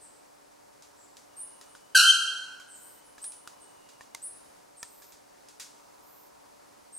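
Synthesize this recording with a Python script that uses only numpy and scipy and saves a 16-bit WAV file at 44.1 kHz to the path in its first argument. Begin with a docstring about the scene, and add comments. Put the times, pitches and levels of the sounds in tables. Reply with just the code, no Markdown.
"""Bellbird in the canopy

A bellbird gives one very loud clang: its syrinx bursts into a harsh falling note that closes into a
pure whistle, scattered by trunks and leaves. Small birds chirp very high, a far bird holds one faint
whistle, an insect's wings buzz, and twigs tick and snap with a woody knock. Underneath lie the hush
of the forest, soft gusts in the boughs and a faint far hum."""
import sys
import numpy as np
from scipy import signal
from scipy.fft import rfft, irfft, next_fast_len
from scipy.io import wavfile
from scipy.ndimage import map_coordinates

SR = 44100
rng = np.random.default_rng(int(sys.argv[2]) if len(sys.argv) > 2 else 0)


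def put_to_file(sound):
    """Save the sound as 16-bit audio at rate SR, in the file named by the first command-line argument."""
    columns = np.atleast_2d(sound).T  # one column per channel
    safe = np.clip(columns, -1, 1)
    whole_steps = np.round(safe * 32767)
    wavfile.write(sys.argv[1], SR, whole_steps.astype(np.int16))


N = 307818

# stereo width of the ambience: (frequency [Hz], side gain [dB])
WIDTH_EQ = [(60, -8.5), (110, -3), (200, 4), (380, 4.5), (700, 8.5), (1290, -1.5), (2380, -1), (4400, -5.5),
            (8120, -6.5), (15000, -5)]
# reverb among the trunks: (frequency [Hz], t60 [s])
TRUNK_DECAY = [(300, 0.75), (1500, 1.16), (3100, 0.85), (4300, 0.92), (8000, 0.91), (11000, 0.73),
               (15000, 0.21)]
# colour of the forest hush: (frequency [Hz], gain [dB])
HUSH_EQ = [(15, -45.5), (25, -13.5), (241, -7.5), (261, -7), (291, -5.5), (316, -9), (425, -3), (461, -6),
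           (527, -4.5), (672, -7), (881, -4), (3300, -17), (4820, -13), (9210, -15.5), (15800, -27.5)]
# swells of the breeze: (peak time [s], half width [s], level [dB])
BREEZE_GUSTS = [(1.6, 0.45, -75.5), (3.55, 0.42, -68), (6.05, 0.46, -68.5)]
# colour of wind in the boughs: (frequency [Hz], gain [dB])
BOUGH_EQ = [(400, -35.5), (750, -13.5), (1000, -6), (1300, -13), (2000, -30)]
# partials of the far drone: (frequency [Hz], relative level [dB])
HUM_PARTIALS = [(290.7, -74), (581.4, -74), (726.7, -74.5), (925.9, -74)]
# far small birds: (time [s], length [s], target pitch [Hz], relative level [dB])
TWITTER_CUES = [(0.005, 0.048, 7950, -46.5), (0.96, 0.1, 7260, -55.5), (1.677, 0.056, 8700, -55),
                (2.676, 0.1, 7950, -45), (2.801, 0.079, 8390, -48.5), (3.043, 0.04, 9550, -53.5),
                (3.6, 0.033, 8180, -48.5), (4.762, 0.063, 7910, -44.5)]
# colour of breaking fibres: (frequency [Hz], gain [dB])
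CRACK_EQ = [(300, -39), (1200, -7), (3000, -5.5), (6000, 1.5), (9000, -3.5), (15000, -19)]
# snapping twigs: (time [s], relative level [dB], knock trim [dB])
SNAP_CUES = [(0.823, -45, -12), (1.169, -41.5, -25), (1.613, -40.5, -7), (1.751, -53.5, 14),
             (2.599, -45, 1), (3.181, -47, 7), (3.242, -35, -8), (3.321, -43, -16), (3.475, -33.5, -0.5),
             (3.889, -48, -13.5), (4.009, -47.5, 12.5), (4.148, -26, -4.5), (4.8298, -25.5, -4),
             (5.021, -44.5, -1), (5.122, -45, -18), (5.486, -41, -20)]
# modes of a typical twig: (frequency [Hz], relative level [dB], t60 [s])
WOOD_MODES = [(1087, -7.5, 0.056), (1290, -4.5, 0.029), (1715, 3, 0.026), (2405, -0.5, 0.0074)]
# near small bird; a negative wait starts mid-rise: (time [s], wait [s], low pitch [Hz], level [dB])
SLUR_CUES = [(1.365, 0.014, 8550, -39.5), (3.216, 0.001, 8110, -37.5), (4.219, -0.01, 7740, -37),
             (6.923, 0.06, 8470, -42)]
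# glide of the bellbird's fundamental: (time [s], pitch [Hz])
CLANG_GLIDE = [(1.9475, 1509), (1.955, 1593), (1.974, 1451), (1.99, 1406), (2.008, 1396), (2.045, 1538),
               (2.108, 1582)]
# the wide-open throat colours the overtones: (frequency [Hz], gain [dB])
THROAT_EQ = [(2150, -36), (2600, -4.5), (3100, -4.5), (3550, -14.5), (4050, 2.5), (4750, -8), (5150, -2),
             (6200, -9.5), (7000, -10.5), (7800, -10.5), (9400, -9.5), (11000, -16), (13000, -20),
             (15500, -39)]
# chaotic rasp gathers round the throat's resonances: (frequency [Hz], gain [dB])
RASP_EQ = [(2200, -38.5), (2600, 2.5), (3000, 1.5), (3550, -16), (4050, 5.5), (4700, -4.5), (5150, -6.5),
           (5800, -11.5), (6400, -8.5), (6900, -11.5), (7700, -8), (9500, -15), (12000, -21.5),
           (15500, -36.5)]
# insect buzzes: (time [s], length [s], relative level [dB])
BUZZ_CUES = [(2.739, 0.27, -60), (4.876, 0.27, -60), (6.021, 0.27, -60.5)]
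# colour of the insect's wings: (frequency [Hz], gain [dB])
WING_EQ = [(9500, -22), (11500, -7), (13000, -3.5), (14100, 1), (15000, -9), (16000, -24)]

CLANG_S, CLANG_LENGTH_S = 1.9475, 0.162  # start; time until the syrinx lets go
ATTACK_S, ATTACK_DB, RELEASE_DB_PER_S = 0.0045, 16, 1195.5  # the note leaps up, and stops dead
TAUT_HZ, SLACK_HZ = 1578, 1390  # pitch of the fully taut and of the slackest syrinx
BELL_DB, BELL_SLACK_DB, BELL_FADE_DB_PER_S = -14, -12.5, 67  # fundamental: taut; change when slack; fade
BRIGHT_DB, BRIGHT_FADE_DB_PER_S = -17, 130  # the overtones of the strike
HARSH_HOLD_S, HARSH_FADE_S, HARSH_FADE_DB = 0.076, 0.072, 25  # the harsh voice gives way to the whistle
BRIGHT_FADE_SHARE = 0.13  # the overtones take only this share of that fade
WHISTLE_DB, WHISTLE_SWELL_DB_PER_S = -14.5, 218  # the octave whistle peaks at the very end
ROUGH_TAUT, ROUGH_SLACK, ROUGH_WHISTLE = 0.33, 1, 0.036  # roughness, 0 to 1


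def amp(db):
    """Decibels to gain."""
    return 10 ** (np.asarray(db) / 20)


def unit(x):
    """Scale to rms 1."""
    return x / np.sqrt(np.mean(x ** 2) + 1e-20)


def along(points, hz):
    """Read a curve of (frequency [Hz], value) points on a log frequency axis."""
    f, v = np.transpose(points)
    return np.interp(np.log(hz + 1), np.log(f + 1), v)


def ramp(t, length):
    """Rises from 0 at t = 0 to 1 after length, and stays."""
    return np.clip(t / length, 0, 1)


def wobble(rate, size=N):
    """A smooth random modulator, rate knots a second."""
    knots = rng.standard_normal(int(size * rate / SR) + 4)
    return map_coordinates(knots, [np.arange(size) * rate / SR])


def phase_of(hz):
    """Running phase of a moving pitch."""
    return 2 * np.pi * np.cumsum(hz) / SR


def filtered(x, response):
    """Filter x by a gain that depends on frequency."""
    n = x.shape[-1]
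    padded = next_fast_len(n + 8192)
    return irfft(rfft(x, padded) * response(np.fft.rfftfreq(padded, 1 / SR)), padded)[..., :n]


def eq(x, curve):
    """Colour x with an EQ curve."""
    return filtered(x, lambda hz: amp(along(curve, hz)))


def noise(curve, size=N):
    """Coloured noise of rms 1."""
    return unit(eq(rng.standard_normal(size), curve))


def spread(mid, side):
    """Left and right of a sound that comes from all around."""
    side = eq(side, WIDTH_EQ)
    return np.array([mid + side, mid - side])


def add(track, s, sound):
    """Mix a sound into a track at time s."""
    start = max(round(s * SR), 0)
    part = track[start:start + len(sound)]
    part += sound[:len(part)]


def trees(x, near_db, far_db, near_t60, side_db):
    """Stereo scatter: a quick answer from nearby leaves, then a long tail from the trunks."""
    size = 2 * SR
    hz, frame_s, bands = signal.stft(rng.standard_normal((2, size)), SR, nperseg=256)
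    decay = amp(-60 * frame_s / along(TRUNK_DECAY, hz)[:, None])
    far = signal.istft(bands * decay, SR, nperseg=256)[1][:, :size]
    t = np.arange(size) / SR
    near = rng.standard_normal((2, size)) * amp(-60 * t / near_t60)
    tail = (amp(near_db) * unit(near) + amp(far_db) * unit(far)) * ramp(t, 0.0016) / np.sqrt(size)
    mid, side = signal.fftconvolve(x[None], tail, axes=1)[:, :N]
    return np.array([mid + amp(side_db) * side, mid - amp(side_db) * side])


def forest_hush(level_db=-61, drift_db=0.5):
    """A wide, even bed of air whose level drifts slightly."""
    return amp(level_db + drift_db * wobble(4.8)) * spread(noise(HUSH_EQ), noise(HUSH_EQ))


def breeze(calm_db=-73.5, flutter_db=2.2):
    """Wind in the boughs: a soft rush that swells with each gust."""
    t = np.arange(N) / SR
    gusts = sum(amp(db) * np.exp(-((t - s) / width) ** 2) for s, width, db in BREEZE_GUSTS)
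    level = (amp(calm_db) + gusts) * amp(flutter_db * wobble(12))
    return level * spread(noise(BOUGH_EQ), noise(BOUGH_EQ))


def far_hum(trim_db=1, drift_db=0.52, waver=0.0074):
    """A faint drone, each partial wavering on its own in level and pitch."""
    mid, side = np.zeros((2, N))
    for channel in (mid, side):
        for hz, db in HUM_PARTIALS:
            level = amp(db + trim_db + drift_db * wobble(3.016))
            channel += level * np.sin(phase_of(hz * (1 + waver * wobble(7.3))))
    return spread(mid, side)


def chirp(glide, waver, fifth_db=-17):
    """A thin wavering note on a pitch glide, with a faint partial a fifth above at its start."""
    u = np.linspace(0, 1, len(glide))
    phase = phase_of(glide * (1 + waver * wobble(600, size=SR)[:len(u)]))
    fifth = amp(fifth_db) * np.clip(1 - 2 * u, 0, 1) * np.sin(1.5 * phase)
    return np.abs(np.sin(np.pi * u)) ** 0.43 * (np.sin(phase) + fifth)


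def far_small_birds(direct_db=-11, start_sharp=0.12, settle_share=0.43):
    """Unsteady twitters that start sharp and fall, arriving mostly as scatter."""
    song = np.zeros(N)
    for s, length, target_hz, db in TWITTER_CUES:
        u = np.linspace(0, 1, int(length * SR))
        glide = target_hz * (1 + start_sharp * np.exp(-u / settle_share))
        add(song, s, amp(db) * chirp(glide, waver=0.057))
    return amp(direct_db) * song + trees(song, near_db=-3, far_db=-9, near_t60=0.413, side_db=-4.5)


def leaves(count=45, tick_db=-42, spread_db=5):
    """Tiny random ticks in the foliage, heard only as scatter."""
    ticks = np.zeros(N)
    for when, size in rng.uniform(0, 1, (count, 2)):
        add(ticks, when * N / SR, amp([tick_db + spread_db * (2 * size - 1)]))
    return trees(eq(ticks, CRACK_EQ), near_db=3, far_db=-6.5, near_t60=0.13, side_db=-6)


def twigs(crack_t60=0.0147, crack_db=-3, wood_db=-7.5, send_db=-23, send_slope=0.15):
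    """Fibres crack and the wood knocks; faint, far twigs arrive mostly as a crunch off the leaves."""
    direct, crunch = np.zeros((2, N))
    t = np.arange(SR // 10) / SR
    # a loud snap is mostly a near one, so its scatter grows only a little with level
    snaps = [(s, db, knock_db, send_db + send_slope * db) for s, db, knock_db in SNAP_CUES]
    perch_flick = (5.598, -33.5, -6.5, -15)  # the bellbird turns on its perch and strikes the foliage
    for s, db, knock_db, crunch_db in snaps + [perch_flick]:
        crack = amp(crack_db - 60 * t / crack_t60) * noise(CRACK_EQ, size=len(t))
        knock = np.zeros(len(t))
        for hz, mode_db, t60 in WOOD_MODES:
            detune = np.exp(rng.normal(0, 0.11))
            knock += amp(mode_db - 60 * t / t60) * np.sin(2 * np.pi * hz * detune * t)
        add(direct, s, amp(db) * (crack + amp(knock_db + wood_db) * knock))
        add(crunch, s, amp([crunch_db]))
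    return direct + trees(eq(crunch, CRACK_EQ), near_db=9.5, far_db=0, near_t60=0.3, side_db=-7.5)


def far_bird(start_s=1.2, end_s=4.11, fade_s=0.15, send_db=-77.5, waver=0.017):
    """One long faint whistle that arches slowly and fades in and out, deep among the trees."""
    crest_s, crest_hz, sag_hz_per_s2 = 2.5, 3000, 66
    t = np.arange(N) / SR
    hz = crest_hz - sag_hz_per_s2 * (t - crest_s) ** 2
    level = amp(send_db) * ramp(t - start_s, fade_s) * ramp(end_s - t, fade_s)
    tone = level * np.sin(phase_of(hz * (1 + waver * wobble(100))))
    return trees(tone, near_db=-4, far_db=5.5, near_t60=0.34, side_db=-8)


def near_small_bird(top_hz=10080, rise_s=0.06, hold_s=0.008):
    """Each call slurs up from a lower note to the same top note and holds it briefly."""
    song = np.zeros(N)
    for s, wait, low_hz, db in SLUR_CUES:
        t = np.arange(int((wait + rise_s + hold_s) * SR)) / SR
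        glide = low_hz + (top_hz - low_hz) * np.sin(np.pi / 2 * ramp(t - wait, rise_s)) ** 2
        add(song, s, amp(db) * chirp(glide, waver=0.01))
    return song + trees(song, near_db=1, far_db=-14, near_t60=0.42, side_db=-7.5)


def bellbird(jitter=0.041, bell_jitter=0.038, flutter_db=3, bell_flutter_db=2, rasp_db=-6.5):
    """The syrinx bursts into a note, roughens as it slackens, then tightens to a whistle an octave up."""
    t = np.arange(SR // 5) / SR
    pitch = np.interp(CLANG_S + t, *np.transpose(CLANG_GLIDE))
    slack = ramp(TAUT_HZ - pitch, TAUT_HZ - SLACK_HZ)
    closed = ramp(t - HARSH_HOLD_S, HARSH_FADE_S)
    attack_db = ATTACK_DB * (ramp(t, ATTACK_S) - 1)
    release_db = RELEASE_DB_PER_S * np.maximum(t - CLANG_LENGTH_S, 0)
    gate = np.sqrt(2) * ramp(t, 0.0008) * amp(attack_db - release_db)
    bell_db = BELL_DB + BELL_SLACK_DB * slack - BELL_FADE_DB_PER_S * t - HARSH_FADE_DB * closed
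    bright_db = BRIGHT_DB - BRIGHT_FADE_DB_PER_S * t - BRIGHT_FADE_SHARE * HARSH_FADE_DB * closed
    whistle_db = WHISTLE_DB - WHISTLE_SWELL_DB_PER_S * np.maximum(CLANG_LENGTH_S - t, 0)
    rough = (ROUGH_TAUT + (ROUGH_SLACK - ROUGH_TAUT) * slack) * (1 - closed) + ROUGH_WHISTLE * closed
    tremor = lambda rate: rough * wobble(rate, size=len(t))
    hz = pitch * (1 + jitter * tremor(522.3))
    phase = phase_of(hz)
    # the fundamental is the steadiest part and gives the bell its note
    bell_level = amp(bell_db + bell_flutter_db * tremor(157.7))
    bell = bell_level * np.sin(phase_of(pitch * (1 + bell_jitter * tremor(220))))
    overtones = sum(amp(along(THROAT_EQ, k * hz)) * np.sin(k * phase + rng.uniform(0, 2 * np.pi))
                    for k in range(2, 12))
    # the rougher the vibration, the more of its overtones break up into rasp
    rasp = amp(rasp_db) * np.sqrt(rough) * noise(RASP_EQ, size=len(t))
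    bright = amp(bright_db + flutter_db * tremor(300)) * ((1 - 0.38 * rough) * overtones + rasp)
    octave = sum(amp(whistle_db + db) * np.sin(k * phase) for k, db in [(2, 0), (4, -17), (6, -20)])
    harsh, whistle = np.zeros((2, N))
    add(harsh, CLANG_S, gate * (bell + bright))
    add(whistle, CLANG_S, gate * octave)
    send = harsh + amp(-4) * whistle  # the whistle sits a little drier
    return amp(0.5) * (harsh + whistle) + trees(send, near_db=-15, far_db=-1.5, near_t60=0.29, side_db=-7)


def insect(direct_db=-2.5):
    """Wings buzz in short, rounded bursts of very high noise."""
    buzz = np.zeros(N)
    for s, length, db in BUZZ_CUES:
        u = np.linspace(0, 1, int(length * SR))
        swell = np.abs(np.sin(np.pi * u)) ** 0.43
        add(buzz, s, amp(db) * swell * noise(WING_EQ, size=SR)[:len(u)])
    return amp(direct_db) * buzz + trees(buzz, near_db=-5, far_db=-14, near_t60=0.14, side_db=-3)


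def scene():
    """The clang up front, small voices and foliage around it, the ambience bed underneath."""
    birds = bellbird() + near_small_bird() + far_small_birds()
    details = twigs() + leaves() + insect() + far_bird()
    return birds + details + forest_hush() + breeze() + far_hum()


def record(dry, top_hz=15800):
    """A brick-wall low-pass on the whole mix."""
    return filtered(dry, lambda hz: hz < top_hz)


dry = scene()
out = record(dry)
put_to_file(out)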